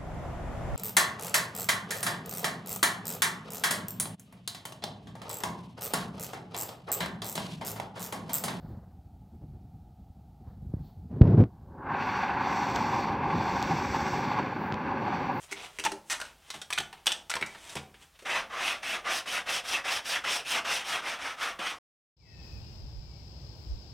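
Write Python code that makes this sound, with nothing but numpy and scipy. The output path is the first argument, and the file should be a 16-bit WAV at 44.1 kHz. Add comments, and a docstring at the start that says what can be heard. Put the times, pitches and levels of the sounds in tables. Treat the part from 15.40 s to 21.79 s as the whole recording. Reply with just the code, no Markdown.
"""Plywood pieces and a sanding block

Thin plywood pieces creak out of their cut-out sheet by stick-slip friction, clatter together as
impacts excite their bending modes, and are laid on a resonant workbench. Then a sanding block rasps
back and forth along an edge; the faster it moves, the more grains strike each second and the higher
its grit sings. One close microphone hears it all in a small, quiet workshop."""
import sys
import numpy as np
from scipy import signal
from scipy.fft import rfft, irfft, next_fast_len
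from scipy.io import wavfile
from scipy.ndimage import uniform_filter1d, map_coordinates

SR = 44100
rng = np.random.default_rng(int(sys.argv[2]) if len(sys.argv) > 2 else 0)


def int16_out(signal):
    """Quantize to a 16-bit WAV file."""
    q = np.round(np.clip(np.atleast_2d(signal).T, -1, 1) * 32767)
    wavfile.write(sys.argv[1], SR, q.astype(np.int16))


N = 281621
TIME = np.arange(N) / SR
SHORT = 8192  # samples in one contact sound
SHORT_T, SHORT_HZ = np.arange(SHORT) / SR, np.fft.rfftfreq(SHORT, 1 / SR)

# wooden contacts: t/s, peak level/dB, relative thud/dB, relative crack/dB, contact pitch/Hz
IMPACTS = [(0.387, -21.5, -18.5, -15, 2300), (0.397, -23, -27, -14, 2770), (0.439, -22, -39, -12, 3360),
           (0.45, -17.5, -18.5, -12, 886), (0.518, -24, -16.5, -13.5, 860), (0.801, -25, -45, -13, 1510),
           (0.814, -24.5, -22, -15.5, 1480), (1.103, -25, -54, -10.5, 3680), (1.141, -31, -21, -16, 810),
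           (1.216, -28, -22, -11.5, 3570), (1.304, -23, -31, -14, 1100), (1.327, -16.5, -43, -15, 2380),
           (1.332, -17.5, -44, -13.5, 3700), (1.377, -17.5, -36, -24, 1480), (1.38, -14, -31, -30, 2260),
           (1.385, -14, -38, -14, 3500), (1.402, -22.5, -19.5, -16, 800), (1.528, -33, -19, -19, 820),
           (1.659, -25, -29, -8, 2760), (1.668, -9, -30.5, -13.5, 3420), (1.675, -13.5, -25, -21, 3020),
           (1.707, -23.5, -35, -22, 3150), (1.719, -14, -42, -13.5, 3180), (1.723, -18, -33, -11, 3420),
           (1.897, -23.5, -43, -10, 3000), (1.902, -19.5, -45, -8.5, 1360), (1.914, -21, -50, -17, 2100),
           (1.939, -16, -26, -21, 2150), (1.954, -19.5, -17, -12, 1760), (1.966, -20.5, -21.5, -44, 990),
           (2.012, -25, -18, -17, 2210), (2.025, -15.5, -31, -38, 2120), (2.062, -33.5, -26, -5, 974),
           (2.148, -36, -26, -36, 1770), (2.295, -34, -31, -8, 3620), (2.354, -26.5, -12, -11.5, 940),
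           (2.542, -43, -21, -23, 2860), (2.79, -43, -20, -14, 2870), (2.822, -40.5, -4.5, -12, 721),
           (6.192, -30, -10.5, -20, 1610)]
# spectra of a loose piece, the bench's thud and the edge's crack: f/Hz, level/dB
PLY_SPECTRUM = [(100, -25), (400, -1), (800, 4.5), (1500, 6.5), (3400, 5), (4300, -0.5), (6000, -9.5),
                (9000, -19), (16000, -28.5)]
THUD_SPECTRUM = [(50, -14.5), (140, -8), (260, -6), (390, 2), (520, 4), (900, -23), (3000, -53)]
CRACK_SPECTRUM = [(2500, -30), (4500, 6), (5900, 13), (7000, 6.5), (8200, 9), (11000, -3.5), (16000, -18)]
# resonances of a loose piece: f/Hz, width/Hz, gain/dB
PLY_RESONANCES = [(980, 43, 5.1), (1430, 100, 4.5), (2320, 85, 1.3), (3380, 42, 0.69), (3490, 150, 1.2)]
# creaks: t/s, length/s, first slip rate/Hz, last slip rate/Hz, peak level/dB, fade/dB,
# relative thud/dB, relative crack/dB, contact pitch/Hz, gain at that pitch/dB
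SLIP_TRAINS = [(0.1125, 0.017, 236, 207, -21.5, -11, -38, -14.5, 2160, 13.5),
               (0.452, .016, 900, 900, -22, 9, -33, -10, 2650, 9),
               (0.6994, 0.031, 350, 230, -20, -5.5, -35, -10, 1940, 5),
               (0.737, 0.018, 320, 295, -24, 18, -34, -23, 1600, 3)]
# course of the squeal: t/s, f/Hz, level/dB
SQUEAL_CONTOUR = [(.452, 930, -52), (.457, 926, -34.5), (.464, 896, -24.5), (.472, 882, -26),
                  (.479, 900, -35), (.483, 870, -90)]
# sanding strokes, each lasting until the next: t/s, midway level/dB, growth/dB, attack/s, release/s,
# time to top speed/s, grain rate at top speed/Hz, crackle pitch at top speed/Hz
SANDING_STROKES = [(2.846, -28.9, 1.5, 0.012, 0.15, 0.092, 2700, 2020),
                   (3.086, -30.2, 12.5, 0.027, 0.16, 0.22, 4130.0, 3110.0),
                   (3.418, -32, 0, 0.019, 0.082, 0.073, 2850, 2770),
                   (3.634, -30.5, -6.5, 0.027, 0.079, 0.16, 4890.0, 3920.0),
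                   (3.855, -31, 4.5, 0.0055, 0.079, 0.072, 3420, 3230),
                   (4.053, -31, -7.5, 0.019, 0.039, 0.096, 5170.0, 3130),
                   (4.236, -30, 14, 0.002, 0.075, 0.061, 5050.0, 3360.0),
                   (4.435, -30.5, -6, 0.016, 0.043, 0.114, 5540.0, 3060),
                   (4.63, -30, 7.5, 0.033, 0.075, 0.06, 4860.0, 3650),
                   (4.834, -30.5, -11, 0.013, 0.049, 0.12, 5670.0, 3300.0),
                   (5.045, -29, 9, 0.0065, 0.066, 0.058, 3330, 3460.0),
                   (5.239, -30, -8, 0.012, 0.002, 0.11, 5190.0, 3040),
                   (5.441, -32, 5, 0.0019, 0.004, 0.05, 4970, 2910.0),
                   (5.612, -25, 23, 0.002, 0.19, 0.14, 7500.0, 5100.0),
                   (5.787, -35, -3, 0.002, 0.002, 0.081, 1710, 2120),
                   (5.957, -33.6, -15, 0.071, 0.074, 0.086, 1530, 2420.0),
                   (6.184, -35, -9.5, 0.01, 0.097, 0.11, 1900, 2200)]
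# spectrum due to the spread of fibre sizes: f/crackle pitch, level/dB
GRIT_SPECTRUM = [(.06, -13.5), (.25, -6), (.5, -1.5), (.7, -0.5), (1.05, 1.5), (1.4, 0.5), (2, -2),
                 (4, -10), (11, -29.5)]
# radiation of the held piece: f/Hz, level/dB
HELD_SPECTRUM = [(40, -10.5), (150, -5.5), (400, -5.5), (750, 0.5), (1300, -1), (1900, -1.5), (3400, -3),
                 (4300, -10), (5900, -5), (7000, -11), (9000, -6.5), (15500, -15)]
# its resonances, and those that sing when the grain rate meets them: f/Hz, width/Hz, gain/dB
HELD_RESONANCES = [(135, 30, -9), (277, 36, 8.5), (491, 46, 8), (720, 55, 8), (1240, 100, 3),
                   (2360, 82, -0.5), (5330, 330, 1.5)]
SINGING_RESONANCES = [(1180, 300, 8), (2610, 230, 8), (5300, 570, 3.5)]
# pieces settling flat on the bench: t/s, level/dB, most strongly driven f/Hz
LANDINGS = [(0.116, -45, 426), (0.39, -48.5, 397), (0.461, -44, 320), (0.52, -40.5, 420),
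            (1.145, -50.5, 190), (1.384, -46, 190), (2.014, -43.5, 237), (2.354, -38.5, 157)]
# modes of the bench top: f/Hz, relative level/dB, T60/s
BENCH_MODES = [(81.5, -1.5, 0.58), (141, -1.5, 0.36), (174.7, -8, 0.39), (214.5, -5, 0.47),
               (273, -34, 0.16), (307.6, 2, 0.19), (395.4, 7.5, 0.17), (496, -22, 0.2), (643, -22, 0.18),
               (840, 2, .2)]
# sliding contacts: t of firmest pressure/s, swell/s, fade/s, rub level/dB, hiss level/dB
SLIDE_GESTURES = [(.044, 0.11, 0.055, -52, -48), (.105, 0.033, .03, -52, -68),
                  (.17, 0.033, 0.11, -44.5, -65), (.25, 0.13, 0.063, -43, -49),
                  (.375, 0.15, 0.016, -54.5, -58), (.698, 0.051, .01, -55.5, -50.5),
                  (0.851, 0.026, 0.094, -47, -52.5), (1.095, 0.16, 0.023, -54.5, -60),
                  (1.155, 0.043, 0.073, -46, -50), (1.58, .06, 0.13, -57.5, -72),
                  (2.09, 0.018, 0.35, -55, -63), (2.335, .3, 0.054, -48, -48.5),
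                  (2.37, 0.011, 0.039, -34, -45), (2.627, .06, 0.062, -53.5, -56.5),
                  (2.76, .04, 0.04, -57, -72)]
# spectra of wood on wood, fingers on veneer and the shop's background: f/Hz, level/dB
RUB_SPECTRUM = [(150, -9.5), (400, -4.5), (800, 2), (1500, -1), (3300, 1.5), (4500, -7.5), (6000, -8.5),
                (8000, -51), (16000, -50)]
HISS_SPECTRUM = [(4000, -8.5), (6000, 2), (8500, 4), (12000, -8), (16000, -21)]
AMBIENT_SPECTRUM = [(25, -26), (48, 8), (64, -2), (82, 6.5), (104, -40), (140, 4), (200, -17), (400, -40),
                    (620, -36), (930, -18), (1200, -14), (2700, -17.5), (6000, -19), (16000, -24.5)]
# reverberation time of the workshop: f/Hz, T60/s
ROOM_T60 = [(100, 1), (500, 0.59), (1400, 0.32), (3700, 0.27), (10000, 0.26), (16000, 0.16)]


def knocks(spiky_db=4, first_touch=3, chatter_s=0.013, halving_db=13, sheet_db=-28, sheet_t60=0.098):
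    """Impact and rebound: a first touch, then a dying chatter that lasts longer in light contacts."""
    out = np.zeros(N)
    for s, db, thud_db, crack_db, contact_hz in IMPACTS:
        chatter_t60 = chatter_s * 2 ** (-db / halving_db)
        size, spread, tail = rng.standard_normal((3, SHORT))
        force = size * unit(amp(spiky_db * spread)) * amp(-60 * SHORT_T / chatter_t60)
        force[0] = first_touch
        force += tail * amp(sheet_db - 60 * SHORT_T / sheet_t60)  # bending waves linger in the sheet
        focus_db = max(17 + 0.28 * db, 4)  # harder blows rebound and leave the sheet free to ring
        add(out, s, amp(db) * plywood(force, thud_db, crack_db, contact_hz, focus_db))
    return out


def plywood(force, thud_db, crack_db, contact_hz, focus_db, focus_octaves=0.16, wood_db=-9, crest_db=8):
    """Forced response: the sheet rings, the bench thuds and the edge cracks; peak about 1."""
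    focus = focus_db * bell(np.log2((SHORT_HZ + 1) / contact_hz) / focus_octaves)
    tuning = np.exp(0.048 * rng.standard_normal())  # every piece and grip shifts the modes a little
    wood = ring(force, along(PLY_SPECTRUM, SHORT_HZ) + peaks(PLY_RESONANCES, SHORT_HZ * tuning) + focus)
    thud = ring(force, along(THUD_SPECTRUM, SHORT_HZ))
    crack = ring(force, along(CRACK_SPECTRUM, SHORT_HZ))
    sound = amp(wood_db) * wood + amp(thud_db) * thud + amp(crack_db) * crack
    loudest_rms = np.sqrt(uniform_filter1d(sound ** 2, size=128).max())
    return sound / loudest_rms / amp(crest_db)


def creaks(jitter=0.1, rub_db=-17, rub_t60=0.043):
    """Stick-slip friction: a tight edge yields in jerks, each an impulse with a short rub behind it."""
    out = np.zeros(N)
    for s, length, first_hz, last_hz, db, fade_db, thud_db, crack_db, contact_hz, focus_db in SLIP_TRAINS:
        rates = np.linspace(first_hz, last_hz, int(length * (first_hz + last_hz) / 2) + 1)
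        gaps = (1 + jitter * rng.standard_normal(len(rates))) / rates
        force = np.zeros(SHORT)
        for at in np.cumsum(gaps) - gaps[0]:
            slip = rng.standard_normal(SHORT) * amp(rub_db - 60 * SHORT_T / rub_t60)
            slip[0] = 1
            add(force, at, slip * amp(rng.standard_normal() - fade_db * at / length))
        add(out, s, amp(db) * plywood(force, thud_db, crack_db, contact_hz, focus_db))
    return out


def squeal(waver=0.029, rasp_db=-5, overtone_db=-10):
    """Self-excited oscillation: an edge coming free slips so fast it sings, rasping once a cycle."""
    hz, db, gate = curves(SQUEAL_CONTOUR)
    phase = 2 * np.pi * np.cumsum(hz * (1 + waver * wobble(400))) / SR
    tone = np.sin(phase) + amp(overtone_db) * (np.sin(2 * phase) + np.sin(3 * phase) / 2)
    rasp = coloured(rng.standard_normal(N) * (1 + np.cos(phase)) ** 2, RUB_SPECTRUM)
    return gate * amp(db) * (unit(tone) + amp(rasp_db) * rasp)


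def sanding(grain_db=1.0, chatter_db=-0.04, judder_db=1.1, patchy_db=1.5, trim_db=-0.12):
    """Abrasion: grit tears fibres in a broad rasp; a band at the grain rate sweeps the resonances."""
    db, grain_hz, crackle_hz = hand_motion()
    catches = rng.standard_normal(N) * amp(grain_db * wobble(5000) + chatter_db * wobble(350))
    hz, t, spectra = signal.stft(catches, SR, nperseg=512)
    gain_db = along(GRIT_SPECTRUM, hz[:, None] / np.interp(t, TIME, crackle_hz))
    detune_octaves = np.log2((hz[:, None] + 1) / np.interp(t, TIME, grain_hz))
    gain_db += bell(detune_octaves / .24) * (1 + peaks(SINGING_RESONANCES, hz))[:, None]
    gain_db += (along(HELD_SPECTRUM, hz) + peaks(HELD_RESONANCES, hz))[:, None]
    # the contact travels along the edge and so favours ever different bending modes
    patches = uniform_filter1d(rng.standard_normal(spectra.shape), size=3, axis=0)
    gain_db += patchy_db * unit(uniform_filter1d(patches, size=7, axis=1))
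    gain = amp(gain_db) / np.linalg.norm(amp(gain_db), axis=0)
    rasp = unit(signal.istft(spectra * gain, SR, nperseg=512)[1][:N])
    started = TIME >= SANDING_STROKES[0][0]
    return started * amp(db + trim_db + judder_db * wobble(70)) * rasp


def hand_motion(end_s=6.4, surge_s=0.054, arch_db=9.5, turn_db=27,
                slow_grain_hz=1230, slow_crackle_hz=1680):
    """Reciprocating motion: each stroke bites, surges and brakes to turn; pitch rises with speed."""
    rows = np.array(SANDING_STROKES)
    stroke = np.maximum(np.searchsorted(rows[:, 0], TIME) - 1, 0)
    start, level_db, growth_db, attack, release, fastest, top_grain_hz, top_crackle_hz = rows[stroke].T
    end = np.append(rows[1:, 0], end_s)[stroke]
    progress = np.clip((TIME - start) / (end - start), 0, 1)
    biting = np.clip(1 - (TIME - start) / attack, 0, 1)
    braking = np.clip(1 - (end - TIME) / release, 0, 1)
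    db = level_db + growth_db * (progress - .5) - arch_db * (2 * progress - 1) ** 2
    db -= turn_db * (biting ** 2 + braking ** 2)
    speed = bell((TIME - start - fastest) / surge_s) * (1 - braking)
    grain_hz = slow_grain_hz * (top_grain_hz / slow_grain_hz) ** speed
    crackle_hz = slow_crackle_hz * (top_crackle_hz / slow_crackle_hz) ** speed
    return db, grain_hz, crackle_hz


def bench_booms(falloff_db=7, attack_s=0.0044):
    """Free vibration: a piece landing flat sets the damped modes of the bench top booming."""
    out, t = np.zeros(N), np.arange(SR // 2) / SR
    hz, mode_db, t60 = np.transpose(BENCH_MODES)[:, :, None]
    for s, db, struck_hz in LANDINGS:
        strength_db = mode_db - falloff_db * np.log2(hz / struck_hz) ** 2
        modes = amp(strength_db - 60 * t / t60) * np.sin(2 * np.pi * (hz * t + rng.random(hz.shape)))
        add(out, s, amp(db) * modes.sum(0) * (1 - np.exp(-t / attack_s)))
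    return out


def slides(range_db=23.5, grain_db=2, rub_trim_db=-1.5, hiss_trim_db=-3.5):
    """Sliding friction: wood rubs on wood and fingers hiss on veneer, louder under firmer pressure."""
    rub, hiss = np.zeros((2, N))
    for s, swell, fade, rub_db, hiss_db in SLIDE_GESTURES:
        pressure = amp(-range_db * np.maximum((s - TIME) / swell, (TIME - s) / fade))
        rub += amp(rub_db + rub_trim_db) * pressure
        hiss += amp(hiss_db + hiss_trim_db) * pressure
    grains = rng.standard_normal((2, N)) * amp(grain_db * wobble(700))
    return rub * coloured(grains[0], RUB_SPECTRUM) + hiss * coloured(grains[1], HISS_SPECTRUM)


def workshop(x, room_db, onset_s=0.00099, size=16384):
    """Reverberation: echoes from bench and walls vary as the hands move; the treble dies first."""
    out, window = x.copy(), signal.get_window("hann", size)
    padded = np.pad(x, (0, size))
    for start in range(0, N, size // 2):
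        block = padded[start:start + size]
        if not block.any():
            continue
        hz, t, spectra = signal.stft(rng.standard_normal(size), SR, nperseg=256)
        decay = amp(-60 * t / along(ROOM_T60, hz)[:, None])
        tail = signal.istft(spectra * decay, SR, nperseg=256)[1]
        tail *= 1 - np.exp(-(np.arange(len(tail)) / SR / onset_s) ** 2)
        echoes = signal.fftconvolve(block * window, tail / np.linalg.norm(tail))
        add(out, start / SR, amp(room_db) * echoes)
    return out


def ambient(level_db=-64):
    """Stationary noise: the low rumble and faint hiss of the shop."""
    return amp(level_db) * coloured(rng.standard_normal(N), AMBIENT_SPECTRUM)


def amp(db):
    """Decibels to amplitude ratio."""
    return 10 ** (np.asarray(db) / 20)


def unit(x):
    """x scaled to rms 1."""
    return x / np.sqrt(np.mean(x ** 2) + 1e-20)


def bell(x):
    """Gaussian curve of height 1."""
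    return np.exp(-.5 * x ** 2)


def along(points, hz):
    """(f, value) points interpolated on a logarithmic frequency axis."""
    f, value = np.transpose(points)
    return np.interp(np.log(hz + 1e-6), np.log(f), value)


def peaks(modes, hz):
    """Resonance: the gain/dB of a sum of Lorentzian peaks."""
    return sum(db / (1 + (2 * (hz - centre) / width) ** 2) for centre, width, db in modes)


def curves(rows):
    """Each column interpolated over time, then a gate that is open during the table's span."""
    s, *columns = np.transpose(rows)
    return [np.interp(TIME, s, c) for c in columns] + [(TIME >= s[0]) & (TIME <= s[-1])]


def wobble(rate):
    """Random modulation: a smooth curve with rate knots a second."""
    return map_coordinates(rng.standard_normal(int(N * rate / SR) + 4), [TIME * rate])


def filtered(x, gain):
    """Zero-phase filtering: the spectrum of x times gain(f)."""
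    size = next_fast_len(N + SHORT)
    return irfft(rfft(x, size) * gain(np.fft.rfftfreq(size, 1 / SR)), size)[..., :N]


def coloured(x, spectrum):
    """Spectral shaping by (f/Hz, level/dB) points; rms 1."""
    return unit(filtered(x, lambda hz: amp(along(spectrum, hz))))


def ring(force, db):
    """Causal response to a short force of a minimum-phase body whose spectrum is db; rms 1."""
    cepstrum = irfft(np.log(amp(db)))
    cepstrum[1:SHORT // 2] *= 2
    cepstrum[SHORT // 2 + 1:] = 0
    return unit(irfft(rfft(force) * np.exp(rfft(cepstrum))))


def add(track, s, sound):
    """Mix a short sound in at time s."""
    part = track[max(round(s * SR), 0):][:len(sound)]
    part += sound[:len(part)]


def scene():
    """Superposition: all sources sum at one microphone, which feeds both channels."""
    handling = workshop(knocks() + creaks() + slides(), room_db=-5.5)
    handling += workshop(squeal(), room_db=-11.5) + bench_booms()
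    mono = handling + workshop(sanding(), room_db=-9.0) + ambient()
    return np.array([mono, mono])


def record(dry, top_hz=16100):
    """Band limiting: an ideal low-pass filter removes the highest treble."""
    return filtered(dry, lambda hz: hz < top_hz)


dry = scene()
out = record(dry)
int16_out(out)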